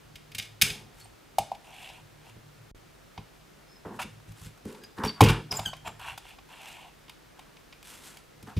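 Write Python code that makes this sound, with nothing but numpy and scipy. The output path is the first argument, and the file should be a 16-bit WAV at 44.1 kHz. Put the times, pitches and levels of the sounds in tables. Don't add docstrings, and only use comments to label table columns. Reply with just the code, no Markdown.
import sys
import numpy as np
from scipy import signal
from scipy.fft import rfft, irfft, next_fast_len
from scipy.io import wavfile
from scipy.ndimage import uniform_filter1d

SR = 44100
rng = np.random.default_rng(int(sys.argv[2]) if len(sys.argv) > 2 else 0)


def store_pcm(level_fs):
    pcm = np.round(np.clip(level_fs, -1, 1) * 32767).astype(np.int16)
    wavfile.write(sys.argv[1], SR, np.atleast_2d(pcm).T)


def voltage_ratio(decibels):
    exponent = np.asarray(decibels, float) / 20
    return 10 ** exponent


N = 378819

# f/Hz, density/dB per Hz
HISS = [(15, -33), (25, -3), (55, -12.5), (76, -9), (149, -8.5), (256, -11), (309, -11), (335, -11),
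        (641, -14.5), (1100, -17), (1260, -15.5), (2550, -20), (16000, -34)]
HISS_DB = -57
# f/Hz, likeness/-1..1
LIKENESS = [(60, 1), (130, 0.19), (290, -0.28), (640, -0.18), (1410, 0.41), (3100, 0.64), (6820, 0.58),
            (15000, 0.51)]
# f/Hz, level/dB rms
HUM = [(49, -68), (149, -69.5)]
# f/Hz, t60/s
ROOM_T60 = [(250, 0.42), (800, 0.18), (3000, 0.38), (9000, 0.32), (16000, 0.075)]
ROOM_DB, ROOM_SIDE_DB, ROOM_DELAY_S, SIDE_CUT_HZ = -11, -13.5, 0.0021, 1500

# f/Hz, level/dB, t60/s
TABLE = [(41, -31, .3), (73.4, -26, 0.14), (108.7, -3, 0.23), (148.7, -4, .24), (178, 1, 0.037)]
# f/Hz, level/dB, t60/s
PANEL = [(211.8, -0.5, 0.14), (267, -3, 0.11), (335.4, -2, 0.086), (428, -1, .1), (500, -4, 0.1),
         (583.7, -12, .06)]
# f/Hz, level/dB, t60/s
LOADED_TABLE = [(45, -14, .3), (75, -18, .2), (108, 0.1, .22), (148, -1, .25), (178, -14, .05)]
# f/Hz, level/dB, t60/s
LOADED_PANEL = [(215, -8, .16), (265, -5, .1), (332, -2, .08), (437, 1, .09), (475, 1, .08), (580, -4, .06)]
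# f/Hz, level/dB, t60/s
JAWS = [(2020, -12.5, 0.0098), (2140, -3.5, 0.015), (2520, 0, .014), (2720, 1, 0.0087), (3257, -0.5, .012),
        (3380, -4, 0.015), (3850, -6, 0.0095), (4550, -7, 0.007)]
# f/Hz, level/dB, t60/s
STEEL = [(5420, -3, .007), (5940, -2.5, .007), (7130, -1.5, 0.0077), (7574, -2, 0.0065),
         (8470, -1.5, 0.00666), (9050, -1.5, 0.0055), (10190, -7, 0.0065), (11800, -11, 0.0052),
         (12300, -13, .004), (13400, -16, .004)]
# f/Hz, level/dB, t60/s
SCRAPE = [(1650, -8, .005), (2280, -1, .006), (2750, 1.5, .007), (3360, -4, .007), (4200, -10, .005)]
# f/Hz, level/dB, t60/s
CLOTH = [(1400, -7, .004), (2000, -6, .003), (3400, -3, .002), (5200, -1, .0012), (7800, 2, .001),
         (11000, 1, .0008), (14000, -5, .0008)]
# f/Hz, level/dB, t60/s
CARD_FREE = [(740, -15.5, 0.01), (803, 3.5, 0.014), (823, -14, 0.099), (923, -11, 0.022)]
# f/Hz, level/dB, t60/s
CARD_HELD = [(894, 3, 0.012), (941, 5, 0.013), (1072, -1.5, 0.017), (1148, -4.5, 0.016), (1380, -8, 0.012),
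             (1780, -7, 0.0049)]
# f/Hz, level/dB, t60/s
BREAK = [(807, -3, .024), (1040, 0.1, .024), (1120, -3, .018), (1220, -6, .018), (1700, -10, .012)]

# t/s, top level/dB
LEANING = [(0.0, -47), (0.2, -65.5), (0.57, -51), (0.86, -52), (1.41, -84), (2.1, -57.5), (2.6, -52.5),
           (3.68, -70), (4.02, -51.5), (4.5, -66.5), (5.17, -51), (5.53, -45), (6.3, -60), (6.4, -79),
           (7.68, -85), (8.59, -59.5)]
# t/s, level/dB
SWAY = [(0, -75), (.6, -75), (.95, -62), (1.15, -66), (1.3, -80), (2.6, -78), (2.9, -68), (3.1, -80),
        (5.3, -75), (5.45, -62), (5.9, -57), (6.35, -62), (6.5, -78), (8.59, -78)]
# t/s, top level/dB, panel over top/dB
THUDS = [(0.048, -48, -9), (0.149, -43, -19), (0.347, -40, -10.5), (0.385, -39.5, -11), (0.618, -25, -10.5),
         (0.645, -41, -20), (0.699, -33, -26), (1.389, -33, -8.5), (1.516, -55.5, 4), (2.36, -43, -8),
         (3.178, -32.5, -10.5), (3.854, -37.5, 1.5), (3.99, -52, -8.5), (4.043, -38, -4), (4.279, -37, -22),
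         (4.297, -36.5, -23), (4.412, -36, -30.5), (4.457, -34, -15.5), (4.651, -35, 3),
         (4.983, -35.5, 3.5), (5.036, -22.5, -4.5), (5.059, -46, 18), (5.516, -31, -10.1),
         (5.59, -29.5, -11.5), (5.659, -31, -12), (5.87, -40, -12), (8.425, -40.5, -5.5), (8.472, -47.5, 6),
         (8.566, -14.5, -16)]
# t/s, jaws peak level/dB, bright steel over jaws/dB, contact length/ms
SELECTOR = [(0.1552, -39, -7.5, 8.4), (0.3164, -42, -6, 7.7), (0.3474, -30, -2.5, 8.5),
            (0.3814, -26, -1, 12), (0.3956, -24.5, -17, 7.1), (0.4212, -37.5, -5.5, 12),
            (0.4517, -45.5, -2.5, 7.1), (0.6135, -15, -0.5, 4), (0.6185, -11, 4, 6), (0.621, -13, 3, 4.5),
            (0.701, -29, -4, 4), (0.704, -29, -16, 6), (0.998, -50, 2.5, 10.1)]
# t/s, jaws peak level/dB, bright steel over jaws/dB, contact length/ms
LEVER = [(1.4117, -47, -15, 7.4), (1.887, -41, -14, 10), (3.4103, -57, -19, 6.4), (3.9927, -40.5, -3, 8),
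         (4.014, -40, -3, 10), (4.027, -33.5, -6, 5.6), (4.3182, -54.5, 3.5, 6.4), (4.7, -51, -11, 7.9),
         (4.7244, -49.5, -1.1, 5), (4.8354, -46, 1, 7.9), (5.0913, -33, -14, 6), (5.2155, -20, 8, 2.5),
         (5.2375, -19, -3, 4), (5.243, -22, -8, 8), (5.264, -26, -10, 6), (5.2855, -23, -8, 6),
         (5.293, -24, -10, 6), (5.057, -30, -9, 5), (5.07, -35, -5, 5), (5.3018, -24, -8, 6),
         (5.5164, -35, 1, 8.1), (5.525, -24, -8, 1.7), (5.766, -57, 10, 5), (7.0806, -47, -14, 5.7),
         (7.0945, -38.5, -5.5, 5.6), (7.567, -47.5, -15, 5.5), (7.7245, -43.5, -14, 7),
         (7.8276, -43.5, 0, 3.3), (8.1693, -45, 0, 5.9), (8.426, -50.5, 4.5, 6.5), (8.5644, -40.5, -9, 22)]
SELECTOR_IN_CARD_DB, LEVER_IN_CARD_DB = -27, -9
# t/s, cardboard peak level/dB, jaws over cardboard/dB, bright steel over jaws/dB
COVER_KNOCKS = [(1.0544, -49, -6, -11), (1.3833, -12, -12.5, -1), (1.4602, -59, 0.5, -8),
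                (1.5156, -21.5, -24, -7), (1.5476, -50, 4, -9), (1.8993, -44, -3, -13),
                (2.2992, -62.5, 2, -7), (3.1761, -34.5, -5.5, -24), (3.849, -37, -28, -6),
                (4.1989, -52, -5.5, -13), (4.414, -49.5, -13, 14), (4.5746, -52, -8, 5),
                (4.6513, -47, -3.5, 1.5), (4.7462, -48, -0.5, -21), (4.9829, -36, -8, -14),
                (5.035, -20, -9.5, -7), (5.048, -24, -9, 0.1), (5.2062, -16, 3, -6),
                (5.2175, -28, -20, -10), (5.5917, -23.5, -6.5, -7), (5.7316, -33, -6, -12),
                (5.8745, -29, -9.5, 1), (5.9933, -46, -8, 8), (6.1763, -35, -2, -3),
                (6.2516, -46.5, -5, -13), (6.335, -49, -9, -13), (6.3845, -46.5, -1, -17),
                (7.3912, -43.5, -2.5, -3.5), (8.4714, -43, -9.5, -14), (8.4992, -48, -6, -8)]
COVER_KNOCK_MS = 7.2
# t/s, grip/0-1
GRIP = [(0, 0), (2.5, 0), (3.9, .2), (3.99, .8), (5.25, .9), (5.55, .3), (5.9, .2), (6.0, .8), (6.2, .5),
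        (6.5, .5), (6.85, 0), (7.1, .8), (8.59, .7)]

# start t/s, peak t/s, end t/s, level/dB, cardboard over level/dB
RATTLES = [
    (0.385, 0.4, 0.52, -46, -25),
    (0.622, 0.635, 0.83, -29, -27.5),
]
# start t/s, peak t/s, end t/s, level/dB, cardboard over level/dB
PRESSES = [
    (0.64, 0.66, 1.02, -45, -8),
    (3.85, 3.856, 3.99, -34.5, -10.1),
    (4.03, 4.05, 4.1, -42.5, -11),
    (4.652, 4.658, 5, -41, -18),
    (4.975, 5.045, 5.12, -33, -3.5),
    (5.22, 5.228, 5.42, -25, -14),
    (5.49, 5.51, 5.74, -46, -7),
    (5.84, 5.874, 6, -51, -2),
]
# start t/s, peak t/s, end t/s, level/dB, cardboard over level/dB
BRUSHES = [(0.94, 1.004, 1.1, -59, -7), (3.92, 3.96, 4.0, -59, 1), (4.27, 4.29, 4.32, -60, -8),
           (4.35, 4.46, 4.5, -54, -8), (3.99, 4.025, 4.045, -47, -9), (3.848, 3.855, 3.93, -64, 12),
           (4.965, 4.99, 5.04, -57, 8), (4.65, 4.68, 4.8, -55.5, -2), (5.03, 5.052, 5.1, -46, -3),
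           (5.508, 5.522, 5.7, -44.5, 6), (7.84, 7.94, 8.03, -48.5, -10), (8.01, 8.065, 8.21, -49.5, -6.5),
           (8.465, 8.48, 8.54, -55.5, 12.5)]
# start t/s, peak t/s, end t/s, level/dB, cardboard over level/dB
SLIDES = [(1.64, 1.85, 2.025, -46.5, -5), (2.2, 2.3, 2.32, -56.5, -3), (3.988, 3.995, 4.035, -37, 5),
          (3.995, 4.028, 4.042, -39, -2), (5.5, 5.62, 5.36, -49, 2), (5.846, 5.878, 5.905, -41.5, 5),
          (5.992, 6.095, 6.15, -40.5, -1), (6.22, 6.312, 6.36, -50, -9), (6.485, 6.68, 6.9, -45, -6),
          (6.76, 6.85, 6.9, -60, 10), (6.49, 6.52, 6.6, -58, 8), (7.36, 7.388, 7.9, -64, 3.5)]
# start t/s, peak t/s, end t/s, level/dB, cardboard over level/dB
SHEARS = [
    (5.15, 5.19, 5.4, -58.5, 11.5),
    (5.22, 5.23, 5.34, -26, -4),
    (5.25, 5.3, 5.414, -28, 1),
]
# (start, end below peak/dB)
RATTLE_RULE = (-3, 0.1, -27), (6.7, 36)
# (start, end below peak/dB)
PRESS_RULE = (-29, -30.5, 0.1), (14.4, 17.7)
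# (start, end below peak/dB)
BRUSH_RULE = (-9, 3, -7.5), (9.2, 15)
# (start, end below peak/dB)
SLIDE_RULE = (0.16, -6.5, -23), (10.1, 16)
# (start, end below peak/dB)
SHEAR_RULE = (0.1, -10, -27), (6.7, 38)
LONGEST_FADE_S = .26
CARD_FOLLOWS = 0.65

# start t/s, attack/s, length/s, peak level to which each tone's own is added/dB,
# fall/dB
SQUEAKS = [(3.675, .04, 0.098, -56, 1), (4.813, 0.036, 0.048, -50.5, 21), (5.041, .006, 0.062, -48, 8),
           (5.069, 0.008, 0.04, -41, 4), (5.509, 0.009, 0.018, -26, 18), (5.552, .02, 0.036, -34, 13),
           (5.653, .008, 0.055, -34, 20), (5.853, 0.015, .095, -37, 31), (5.525, .008, .055, -42, 10),
           (5.536, .012, .075, -48, 8), (5.511, .004, .012, -38, 10), (4.998, .01, .04, -56, 6),
           (1.003, .01, .03, -58, 6), (1.034, .012, .03, -60, 6)]
# first f/Hz, settled f/Hz, wobble share
SLIPS = [(5200, 5140, .003), (1640, 1635, .003), (5600, 5570, .003), (4600, 4620, .003), (5150, 4980, .008),
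         (7500, 7050, .035), (1680, 1500, .012), (7420, 7380, .004), (5050, 5020, .008), (7480, 7450, .004),
         (5850, 5750, .01), (1080, 1080, .01), (4400, 4400, .006), (8650, 8650, .003)]
TONES_DB = [
    [-4],
    [-2, -23, -2, -14],
    [2],
    [4],
    [1.5, -20],
    [-2, -11],
    [-3, 1, -12, -11, -13, -18, -22, -21, -19],
    [-12],
    [0.1],
    [0.1],
    [0.1],
    [0.1],
    [0.1],
    [0.1],
]
SETTLE_S, SQUEAK_ONSET_DB = .016, 15

# t/s, top level/dB, panel over top/dB
BOUNCES = [
    (5.206, -6, -6),
    (5.216, -4, -1),
    (5.223, -12, -2),
    (5.24, -10, -7),
    (5.263, -11, -8),
    (5.29, -15, -6),
]
BREAK_S, BREAK_DB = 5.206, -2.5
# start t/s, end t/s
DROPOUT_S = (2.7135, 2.7475)
BASS_CUT_HZ, TOP_CUT_HZ = 28, 15450
OFFSET = 0.011


def rms_one(x):
    return x / np.sqrt(np.mean(x ** 2) + 1e-20)


def at_hz(points, hz):
    f, value = np.transpose(points)
    return np.interp(np.log(hz), np.log(f), value)


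def in_time(rows):
    s, *columns = np.transpose(rows)
    return [np.interp(np.arange(N) / SR, s, c) for c in columns]


def bandpass(order, low, high):
    return signal.butter(order, [low, min(high, .45 * SR)], "band", fs=SR, output="sos")


def drift(rate, size, step=1):
    r = np.exp(-2 * np.pi * rate * step / SR)
    noise = rng.standard_normal(size // step + 4001)
    slow = signal.lfilter([1], [1, -2 * r, r * r], noise)[4000:]
    return np.interp(np.arange(size) / step, np.arange(len(slow)), rms_one(slow))


def ringing(modes, damp=1):
    hz, db, t60 = np.transpose(modes)[:, :, None]
    t = np.arange(round(SR * t60.max()) + 2048) / SR
    phase = (-1.) ** np.arange(len(modes))[:, None]
    rings = voltage_ratio(db - 60 * t / (t60 * damp)) * np.sin(2 * np.pi * hz * t) * phase
    return signal.sosfilt(bandpass(3, hz.min() * .85, hz.max() * 1.15), rings)


def even(force):
    spectrum = rfft(force)
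    smooth_power = uniform_filter1d(np.abs(spectrum) ** 2, size=15)
    return irfft(spectrum / np.sqrt(smooth_power + 1e-12), len(force))


def knocks(modes, times, peaks_db, lengths_ms, scatter_db, crack, rise, push=0):
    out, rings, t = np.zeros(N + 2 * SR), ringing(modes), np.arange(2048) / SR
    snap = signal.sosfilt(bandpass(3, modes[0][0] * .85, modes[-1][0] * 1.1), t == 0)
    snap = snap / np.abs(snap).max()
    for s, peak_db, ms in np.broadcast(times, peaks_db, lengths_ms):
        age = t / np.clip(ms / 1000, .001, .04)
        force = (push + rng.standard_normal(len(t))) * age ** rise * np.exp(-3 * age)
        if not push:
            force = even(force) * (age < 2.5)
        body = voltage_ratio(scatter_db * rng.standard_normal(len(modes))) @ rings
        body[:len(t)] += crack * snap * np.abs(body).max()
        hit = signal.fftconvolve(force, body)
        at = round(s * SR)
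        out[at:at + len(hit)] += voltage_ratio(peak_db) * hit / np.abs(hit).max()
    return out[:N]


def friction(modes, level_db, damp, grain_db, patchy_db):
    unevenness_db = grain_db * drift(150, N, step=16) + patchy_db * drift(7.4, N, step=16)
    grains = rng.standard_normal(N) * voltage_ratio(unevenness_db)
    body = ringing(modes, damp).sum(axis=0)
    return voltage_ratio(level_db) * rms_one(signal.fftconvolve(grains, body)[:N])


def background():
    size = next_fast_len(N + 1, real=True)
    hz = np.maximum(np.fft.rfftfreq(size, 1 / SR), 1)
    alike = np.clip(at_hz(LIKENESS, hz), -.95, .95)
    mid, side = rfft(rng.standard_normal((2, size))) * voltage_ratio(at_hz(HISS, hz))
    mid = irfft(mid, size)[:N]
    side = irfft(side * np.sqrt((1 - alike) / (1 + alike)), size)[:N]
    noise = voltage_ratio(HISS_DB) * (mid + side * [[1], [-1]]) / np.std(mid)
    t = np.arange(N) / SR
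    for f, db in HUM:
        level = voltage_ratio(db + 0.83 * drift(2.3, N, step=16))
        noise = noise + level * np.sqrt(2) * np.sin(2 * np.pi * f * t)
    return noise


def leaning():
    hands = friction(TABLE[2:4], in_time(LEANING)[0] - 1.5, damp=1.9, grain_db=5.0, patchy_db=3.5)
    frame = friction(TABLE[:2], in_time(SWAY)[0], damp=1.0, grain_db=0, patchy_db=2.0)
    return hands + frame


def room(x):
    t, tail, edges = np.arange(SR // 2) / SR, 0, 170 * 2 ** np.arange(0, 7.1)
    for low, high in zip(edges, edges[1:]):
        decay = voltage_ratio(-60 * t / at_hz(ROOM_T60, np.sqrt(low * high)))
        tail = tail + decay * signal.sosfilt(bandpass(2, low, high), rng.standard_normal((2, len(t))))
    tail = tail * np.clip(t / ROOM_DELAY_S - 1, 0, 1)
    tail = tail / np.sqrt(np.sum(tail[0] ** 2))
    mid, side = signal.fftconvolve(x[None], tail, axes=1)[:, :N]
    side = signal.sosfilt(signal.butter(1, SIDE_CUT_HZ, "high", fs=SR, output="sos"), side)
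    return voltage_ratio(ROOM_DB) * (mid + voltage_ratio(ROOM_SIDE_DB) * side * [[1], [-1]])


def table_thuds():
    s, top_db, panel_db = np.transpose(THUDS)
    top = knocks(TABLE, s, top_db - 3, 2, scatter_db=2, crack=.8, rise=1, push=2)
    panel = knocks(PANEL, s, top_db + panel_db + 4, 2, scatter_db=2, crack=.4, rise=1, push=2)
    return top + panel


def contacts():
    rows = []
    for table, share_db in ((SELECTOR, SELECTOR_IN_CARD_DB), (LEVER, LEVER_IN_CARD_DB)):
        rows += [(s, db, db + share_db, db + bright, ms) for s, db, bright, ms in table]
    rows += [(s, db + jaws, db, db + jaws + bright, COVER_KNOCK_MS) for s, db, jaws, bright in COVER_KNOCKS]
    return np.transpose(rows)


def steel_clicks(s, jaws_db, steel_db, ms):
    jaws = knocks(JAWS, s, jaws_db + 3, ms, scatter_db=2, crack=2.5, rise=1)
    bright = knocks(STEEL, s, steel_db + 3, ms, scatter_db=2, crack=3, rise=1)
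    return jaws + bright


def strokes():
    power, t = np.full((4, N), 1e-9), np.arange(N) / SR
    kinds = ((SLIDES, SLIDE_RULE), (BRUSHES, BRUSH_RULE), (PRESSES, PRESS_RULE), (SHEARS, SHEAR_RULE),
             (RATTLES, RATTLE_RULE))
    for rows, (mix_db, (rise, fall)) in kinds:
        for start, peak, end, db, card_db in rows:
            end = min(end, peak + LONGEST_FADE_S)
            at = slice(round(start * SR), round(end * SR))
            swell = np.interp(t[at], [start, peak, end], [-rise, 0, -fall])
            edge = np.clip(np.minimum(t[at] - start, end - t[at]) / .004, 0, 1)
            levels = db + np.array([card_db + CARD_FOLLOWS * swell, *(m + swell for m in mix_db)])
            power[:, at] += (edge * voltage_ratio(levels)) ** 2
    return 10 * np.log10(power)


def rubs(jaws_db, cloth_db, panel_db):
    scrape = friction(SCRAPE, jaws_db - 1.5, damp=1, grain_db=3, patchy_db=1.1)
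    rustle = friction(CLOTH, cloth_db - 1.5, damp=1, grain_db=3, patchy_db=1.5)
    grind = friction(PANEL, panel_db - 3, damp=.4, grain_db=1.5, patchy_db=1.5)
    return scrape + rustle + grind


def cover(s, peaks_db, ms, rub_db):
    grip = np.clip(in_time(GRIP)[0], 0, 1)
    out = 0
    for modes, share in ((CARD_FREE, 1 - grip), (CARD_HELD, grip)):
        knocking = knocks(modes, s, peaks_db, ms, scatter_db=1.5, crack=.15, rise=1, push=1)
        rubbing = friction(modes, rub_db, damp=.7, grain_db=2.5, patchy_db=1.5)
        out = out + np.sqrt(share) * (knocking + rubbing)
    return out


def squeak(rows, slips, tones_db, flicker_db):
    s, db = np.transpose(rows)
    first_hz, settled_hz, wobble = slips
    at = np.arange(round(s[0] * SR), round(s[-1] * SR))
    hz = settled_hz + (first_hz - settled_hz) * np.exp(-(at - at[0]) / SR / SETTLE_S)
    turns = np.cumsum(hz * (1 + wobble * drift(137, len(at)))) / SR
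    fade = np.minimum(1, np.minimum(at - at[0], at[-1] - at) / 150)
    tone = 0
    for multiple, tone_db in enumerate(tones_db, 1):
        level = voltage_ratio(tone_db + flicker_db * drift(90, len(at)))
        tone = tone + level * np.sin(2 * np.pi * multiple * turns)
    return at, np.sqrt(2) * fade * voltage_ratio(np.interp(at / SR, s, db)) * tone


def pivot():
    out = np.zeros(N)
    for (s, attack, length, db, fall), slips, tones_db in zip(SQUEAKS, SLIPS, TONES_DB):
        end = s + max(length, attack + .005)
        rows = [(s, db - SQUEAK_ONSET_DB), (s + attack, db), (end, db - fall)]
        at, tone = squeak(rows, slips, tones_db, flicker_db=4.0)
        out[at] += tone
    return out


def die_breakthrough():
    s, top_db, panel_db = np.transpose(BOUNCES)
    top = knocks(LOADED_TABLE, s, top_db - 3, 2, scatter_db=1, crack=.5, rise=1, push=3)
    panel = knocks(LOADED_PANEL, s, top_db + panel_db, 1.5, scatter_db=1, crack=.3, rise=1, push=3)
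    board = knocks(BREAK, BREAK_S, BREAK_DB, 1, scatter_db=0, crack=.1, rise=1, push=3)
    return top + panel + board


def scene():
    s, jaws_db, card_db, steel_db, ms = contacts()
    card_rub_db, jaws_rub_db, cloth_rub_db, panel_rub_db = strokes()
    near = leaning() + table_thuds()
    near += steel_clicks(s, jaws_db, steel_db, ms)
    near += rubs(jaws_rub_db, cloth_rub_db, panel_rub_db)
    near += cover(s, card_db + 3, ms / 5, card_rub_db - 1.5)
    near += pivot() + die_breakthrough()
    return near + room(near) + background()


def band_limit(x):
    return signal.sosfilt(signal.butter(12, 16890, fs=SR, output="sos"), x)


def record(dry):
    t = np.arange(N) / SR
    present = (t < DROPOUT_S[0]) | (t > DROPOUT_S[1])
    on = uniform_filter1d(1. * present, size=36)
    rounded = 1.8 * np.tanh(dry / 1.8)
    x = (rounded + OFFSET) * on - OFFSET
    x = signal.sosfilt(signal.butter(3, BASS_CUT_HZ, "high", fs=SR, output="sos"), x)
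    x = signal.sosfilt(signal.cheby1(8, 1, TOP_CUT_HZ, fs=SR, output="sos"), x)
    return band_limit(x)


dry = scene()
out = record(dry)
store_pcm(out)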